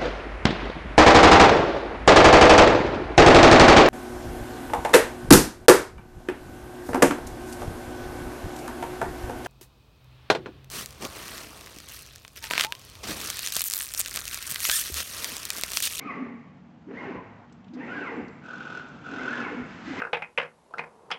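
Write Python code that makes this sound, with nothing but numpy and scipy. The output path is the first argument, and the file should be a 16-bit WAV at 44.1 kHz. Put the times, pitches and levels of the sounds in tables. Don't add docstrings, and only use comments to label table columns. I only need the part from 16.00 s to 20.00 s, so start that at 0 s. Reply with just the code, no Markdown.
import sys
import numpy as np
from scipy import signal
from scipy.fft import rfft, irfft, next_fast_len
from scipy.io import wavfile
from scipy.ndimage import map_coordinates

SR = 44100
rng = np.random.default_rng(int(sys.argv[2]) if len(sys.argv) > 2 else 0)


def wrap_up_sound(samples):
    columns = np.atleast_2d(samples).T
    tamed = np.clip(columns, -1, 1)
    steps = np.round(tamed * 32767).astype(np.int16)
    wavfile.write(sys.argv[1], SR, steps)


def natural_amplitude(level_db):
    exponent = np.asarray(level_db, float) / 20
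    return 10 ** exponent


N = 176400
TIME = np.arange(N) / SR

# (moment of top speed [s], top step rate [Hz])
SPEEDS = [(.058, 1349), (.993, 1155), (1.957, 1747), (3.331, 1822), (4.12, 1839)]
START_RATES = [308, 385, 290, 308, 308]
# (second axis [dB], low rail noise [dB], high rail noise [dB], frame shake [dB])
MOVE_LEVELS = [(-42.5, -46, -50, -47), (-42, -43, -47.5, -53), (-43.5, -43, -45, -49),
               (-38.5, -46, -45, -49), (-40.5, -40.5, -34.5, -45)]
# (frequency [Hz], width [Hz], level [dB])
FEEDER_CASE = [(1301, 60, 1), (1498, 180, -3.5), (2600, 260, -12), (3490, 180, -17.5), (4050, 78, -27.5),
               (5240, 130, -27.5), (6370, 100, -30.5)]
RAMP_HZ_PER_S = 5900


def unit(x):
    return x / np.sqrt(np.mean(x ** 2) + 1e-20)


def along(points, hz):
    f, v = np.transpose(points)
    return np.interp(np.log(hz + 1), np.log(f + 1), v)


def wobble(rate):
    knots = rng.standard_normal(int(N * rate / SR) + 4)
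    return map_coordinates(knots, [np.arange(N) * rate / SR])


def filtered(x, response):
    m = next_fast_len(N + SR)
    return irfft(rfft(x, m) * response(np.fft.rfftfreq(m, 1 / SR)), m)[..., :N]


def body(peaks):
    def response(f):
        total = 0
        for k, (hz, width, db) in enumerate(peaks):
            damping = 1j * f * width
            total = total + (-1) ** k * natural_amplitude(db) * damping / (hz * hz - f * f + damping)
        return total
    return response


def narrow(peaks):
    return lambda f: body(peaks)(f) ** 2


def shaped(points):
    return lambda f: natural_amplitude(along(points, f))


def noise(response, grain_db=0):
    return unit(filtered(rng.standard_normal(N) * natural_amplitude(grain_db * wobble(90)), response))


def linger(env, t60):
    pole = natural_amplitude(-60 / (t60 * SR))
    return signal.lfilter([1 - pole], [1, -pole], env, zi=[pole * env[0]])[0]


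def span(start, length, fade_s):
    return np.clip(np.minimum(TIME - start, start + length - TIME) / fade_s, 0, 1)


def room(x):
    # (frequency [Hz], t60 [s])
    decay = [(200, 0.45), (1500, 1), (2800, 0.91), (3800, 0.27), (8000, 0.25)]
    hz, t, z = signal.stft(rng.standard_normal(SR), SR, nperseg=256)
    fading = z * natural_amplitude(-60 * t / along(decay, hz)[:, None])
    tail = signal.istft(fading, SR, nperseg=256)[1]
    return signal.fftconvolve(x, tail / np.linalg.norm(tail))[:N]


def workshop():
    # (time [s], level [dB])
    approach = [(0, 1.5), (.7, -0.5), (1.598, 0), (2.4, 3), (3, 5.5), (3.749, 7.5), (4, 12)]
    # (frequency [Hz], density [dB per Hz])
    air_colour = [(26, -44), (45, -14), (256, -1.5), (379, -14), (652, -15.5), (696, -13), (3190, -31),
                  (3710, -35.5), (8110, -47), (10500, -73), (17800, -120)]
    # (frequency [Hz], width [Hz], level [dB])
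    pump_lines = [(64.6, 4.4, -5), (103.2, 5.8, -5), (145.4, 10, -1.5), (185.9, 16, -0.5), (235.9, 8.7, 0),
                  (312, 41, -10)]
    leak_hz, leak_grows = 3500, 1.58
    s, db = np.transpose(approach)
    near_db = np.interp(TIME, s, db)
    air = natural_amplitude(-53.5 + 0.33 * wobble(5.89)) * noise(shaped(air_colour), grain_db=0.5)
    fan = filtered(air, lambda f: 1 / (1 + (f / leak_hz) ** 4))
    leak = air - fan
    hum = natural_amplitude(-51.5) * noise(narrow(pump_lines))
    return natural_amplitude(near_db) * fan + natural_amplitude(leak_grows * near_db) * leak + hum


def nozzle():
    # (start [s], rise time [s], level [dB])
    openings = [
        (3.659, 0.034, -52),
        (3.838, 0.03, -47.5),
    ]
    # (frequency [Hz], density [dB per Hz])
    suction_colour = [(470, -34), (800, -40), (1130, -2), (1640, 0.5), (5950, -22), (8110, -29),
                      (10500, -76), (17800, -120)]
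    flow = sum(natural_amplitude(db) * np.clip((TIME - s) / rise, 0, 1) for s, rise, db in openings)
    return flow * noise(shaped(suction_colour))


def valves():
    # (time [s], peak [dB], length [s], colour [Hz])
    puffs = [(1.108, -44, .012, 600), (1.5245, -61, .008, 7200), (1.5245, -63, .008, 4500),
             (1.525, -50, .008, 250), (1.644, -59, .005, 3000), (1.682, -60, .008, 2900),
             (1.497, -65, .006, 2900), (1.736, -59, .02, 4400), (2.282, -60, .007, 4400),
             (2.885, -61, .008, 6800), (3.662, -65, .012, 6500)]
    out = np.zeros(N)
    for s, db, length, hz in puffs:
        u = np.clip((TIME - s) / length, 0, None)
        out += natural_amplitude(db) * (u > 0) * np.exp(-u ** 2) * noise(narrow([(hz, .6 * hz, 0)]))
    return out


def feeder():
    # (start [s], length [s], level [dB], time of a knock [s])
    feeds = [
        (2.43, 0.36, -45, 2.749),
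        (3.038, 0.37, -40.5, 2.8),
    ]
    turn_beat = [(1, 0.27, -0.48), (2, 0.21, 0.62), (3, 0.44, -0.32)]
    # (frequency [Hz], density [dB per Hz])
    hiss_colour = [(180, -46.5), (300, -3.5), (1110, -8.5), (1450, 2.5), (1750, -47.5), (2730, -15),
                   (8110, -34.5), (10500, -76.5), (17800, -120)]
    turn_hz = 41.55
    rise_s, fall_s, idle_s, idle_db = 0.039, 0.11, 2.14, 1
    gear_db, hiss_db, coast_hiss_db, rattle_db = -5, -6.5, 4, -18
    out = np.zeros(N)
    for s, length, db, knock_s in feeds:
        run = np.clip((TIME - s) / 0.012, 0, 1) * (TIME < s + length)
        run = run * (1 - .5 * np.exp(-np.abs(TIME - s) / rise_s))
        level = np.maximum(run, linger(run, fall_s)) + natural_amplitude(idle_db) * linger(run, idle_s)
        turn = (TIME - knock_s) * turn_hz
        since_knock_s = (turn % 1) / turn_hz

        beat = np.abs(1 + sum(depth * np.cos(2 * np.pi * k * turn + phase) for k, depth, phase in turn_beat))
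        gears = beat * natural_amplitude(0.67 * wobble(40)) * rng.standard_normal(N)
        case = unit(filtered(gears, body(FEEDER_CASE)))

        knocks = 1 + 1.3 * run * np.exp(-since_knock_s / .005) * natural_amplitude(2.5 * wobble(40))
        hiss = unit(filtered(knocks * rng.standard_normal(N), shaped(hiss_colour)))
        coast = 1 + (natural_amplitude(coast_hiss_db) - 1) * (TIME > s + length)

        tick = run * np.exp(-since_knock_s / .005) * natural_amplitude(2.7 * wobble(46))
        rattle = tick * noise(narrow([(6000, 2500, 0)]))

        running = level * (natural_amplitude(gear_db) * case + natural_amplitude(hiss_db) * coast * hiss)
        out += natural_amplitude(db) * (running + natural_amplitude(rattle_db) * rattle)
    return out


def teeth():
    # (time [s], peak [dB])
    strikes = [(2.4199, -49), (2.4363, -42.5), (2.4533, -35.5), (2.4847, -34), (2.5022, -30.5),
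               (2.5341, -29.5), (2.5501, -32.5), (2.571, -34.5), (2.6054, -31.5), (2.6214, -32.5),
               (2.6533, -34.5), (2.6688, -30.5), (2.6937, -42), (2.7197, -29.5), (2.7496, -27),
               (2.7745, -32), (2.7985, -36.5), (2.8294, -39.5), (3.0463, -44), (3.0593, -32),
               (3.0832, -31.5), (3.1162, -34), (3.1381, -30.5), (3.1626, -33), (3.1805, -33.5),
               (3.2129, -25), (3.2364, -28.5), (3.2524, -23), (3.2773, -19), (3.3087, -24), (3.3332, -28),
               (3.3746, -25), (3.4045, -28), (3.4808, -29)]
    contact_s, ring_db = 0.0027, -2.5
    push = np.zeros(N)
    for s, db in strikes:
        push[round((s - contact_s / 2) * SR)] = natural_amplitude(db + ring_db)
    u = np.arange(400) / SR / contact_s
    touch = u * np.exp(-u) * np.sin(2 * np.pi * FEEDER_CASE[1][0] * u * contact_s)
    ring = filtered(np.pad(touch, (0, N - len(u))), body(FEEDER_CASE))[:SR // 10]
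    return signal.fftconvolve(push, ring / np.abs(ring).max())[:N]


def stops():
    # (start [s], length [s], frequency [Hz], width [Hz])
    parts = [(1.11, .12, 1010, 120), (1.0, .4, 107, 12), (1.5, .2, 96, 12), (3.55, .13, 250, 30),
             (1.22, .25, 800, 700), (1.99, .09, 1500, 70), (3.515, .04, 430, 60), (1.97, .08, 1660, 60),
             (.04, .2, 1270, 120), (2.075, .06, 1910, 60), (1.18, .05, 1005, 40), (3.45, .04, 1030, 60),
             (.945, .09, 1900, 80), (2.03, .07, 1350, 250), (1.07, .1, 290, 50), (.04, .06, 1300, 40)]
    part_levels = [-45.5, -59.5, -67, -41, -55.5, -47, -36, -46, -52, -48, -46, -48, -60, -41, -42, -51]
    out = np.zeros(N)
    for (s, length, hz, width), db in zip(parts, part_levels):
        out += natural_amplitude(db) * span(s, length, 0.016) * noise(narrow([(hz, width, 0)]))
    return out


def swings():
    # (start [s], length [s], frequency [Hz], level [dB], t60 [s])
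    kicks = [(0.212, 0.21, 236, -32.5, 1.04), (3.4, 0.076, 246, -44, 1.4), (3.3, 0.15, 241, -34.5, 3),
             (1.7, 0.25, 240, -42, 3.3), (1.186, .23, 107, -50, 5)]
    out = np.zeros(N)
    for s, length, hz, db, t60 in kicks:
        fade_db = -60 * np.clip(TIME - s, 0, None) / t60
        level = natural_amplitude(db + fade_db + 1.9 * wobble(27)) * span(s, length, 0.013)
        out += level * np.sin(2 * np.pi * hz * TIME + .4 * wobble(30))
    return out


def driver_whistle():
    return natural_amplitude(-81) * span(1.78, .65, .1) * noise(narrow([(7450, 500, 0)]), grain_db=2.0)


def head_speed(s, top_hz, start_hz):
    rate = np.clip(top_hz - RAMP_HZ_PER_S * np.sqrt((TIME - s) ** 2 + .013 ** 2), 0, None)
    on = np.clip(np.where(TIME < s, rate - start_hz, rate) / 80, 0, 1)
    return rate, on


def rails():
    # (frequency [Hz], width [Hz], level [dB])
    frame_modes = [(490, 87, -4.5), (1080, 84, -13), (1340, 110, -1.5), (1880, 72, 9), (2310, 480, 2),
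                   (2950, 210, -7.5)]
    # (frequency [Hz], width [Hz], level [dB])
    boom_modes = [(240, 34, 0), (298, 55, -1)]
    # (frequency [Hz], density [dB per Hz])
    rail_colour = [(71, -43), (120, -14), (239, -9.5), (751, -11.5), (1490, -12.5), (2770, -19),
                   (3730, -27.5), (7430, -42), (8110, -67), (10500, -93), (17800, -120)]
    split_hz, hiss_hz = 820, 3150
    low, high, shake = np.zeros((3, N))
    for (s, top_hz), start_hz, (_, low_db, high_db, shake_db) in zip(SPEEDS, START_RATES, MOVE_LEVELS):
        rate, on = head_speed(s, top_hz, start_hz)
        pace = np.where(TIME < s, (rate - start_hz) / (top_hz - start_hz), rate / top_hz)
        pace = np.clip(pace, 0, 1)
        low += natural_amplitude(low_db) * on * pace ** 0.15
        high += natural_amplitude(high_db) * on * pace ** 0.66
        since_start = np.clip(TIME - s + (top_hz - start_hz) / RAMP_HZ_PER_S, 0, None)
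        shake += natural_amplitude(shake_db + 8.5 * np.exp(-(since_start / .12) ** 2)) * on

    def colour(f):
        return shaped(rail_colour)(f) * (1 + 0.5 * np.abs(body(frame_modes)(f)))

    def bright_colour(f):
        return colour(f) / (1 + (split_hz / (f + 1)) ** 2) / (1 + (f / hiss_hz) ** 8)

    dull = noise(lambda f: colour(f) / (1 + (f / split_hz) ** 2), grain_db=3.5)
    bright = noise(bright_colour, grain_db=3.0)
    hiss = natural_amplitude(-16) * noise(lambda f: colour(f) / (1 + (hiss_hz / (f + 1)) ** 8))
    boom = noise(narrow(boom_modes), grain_db=-0.5) * natural_amplitude(0.83 * wobble(22))
    rolling = linger(low, 0.23) * dull + linger(high, 0.25) * bright + linger(high, 0.2) * hiss
    return rolling + linger(shake, 0.093) * boom


def step_tones():
    tone_levels = [-43, -46, -44, -43, -41]
    octave_levels = [-4.5, -3, -3.5, -2.5, -4]
    # (frequency [Hz], gain [dB])
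    mount = [(600, -10), (1000, 0), (1180, -4), (1550, 4), (1950, 5), (2500, -2), (2950, -4), (3300, -20)]
    second_mount = [(170, -14), (240, 2), (300, 4), (370, -4), (440, -2), (550, -14), (1050, -7),
                    (1300, -12)]
    # (frequency [Hz], width [Hz], level [dB])
    panels = [(992, 14, -4), (1458, 17, 11), (1681, 14, -7.5), (1900, 38, 4.5), (2200, 12, -4.5),
              (2520, 21, 3.5), (2740, 25, -7)]
    tone, second = np.zeros((2, N))
    moves = zip(SPEEDS, START_RATES, MOVE_LEVELS, tone_levels, octave_levels)
    for (s, top_hz), start_hz, (second_db, *_), tone_db, octave_db in moves:
        rate, on = head_speed(s, top_hz, start_hz)
        turn = 2 * np.pi * np.cumsum(rate * (1 + .012 * wobble(120))) / SR
        braking = np.tanh((TIME - s) / .03)

        rotor = 1 / np.sqrt(1 + (880 / (rate + 1)) ** 16)
        octave_db = octave_db - 10 * np.log10(1 + (900 / (rate + 1)) ** 24)
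        multiples = np.zeros(N)
        for k, db in [(1, 0), (2, octave_db), (3, -14)]:
            multiples += natural_amplitude(db + 4.5 * wobble(60)) * np.sin(k * turn)
        tone += natural_amplitude(tone_db + 2.5 * braking) * on * rotor * multiples

        second_level = natural_amplitude(second_db + 2 * braking + 5 * wobble(45)) * on
        second += second_level * np.sin(.66 * turn + 1.5 * wobble(60))
    sung = filtered(tone, lambda f: shaped(mount)(f) * (1 + body(panels)(f)))
    return sung + filtered(second, shaped(second_mount))


def scene():
    near = nozzle() + valves() + feeder() + teeth()
    rough = rails() + driver_whistle()
    tone = step_tones()
    echo = room(natural_amplitude(-5) * tone + natural_amplitude(-9) * near + natural_amplitude(-5.5) * rough)
    return (tone + near + rough + stops() + swings() + echo + workshop())[None]


def top_cut(x):
    return signal.sosfilt(signal.butter(12, 8260, fs=SR, output="sos"), x)


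def record(dry):
    def microphone(f):
        upper_edge = 1 / (1 + (f / 7920) ** 35)
        return upper_edge / (1 + (50 / (f + 1)) ** 4)
    return top_cut(filtered(dry, microphone))


dry = scene()
out = record(dry)
wrap_up_sound(out)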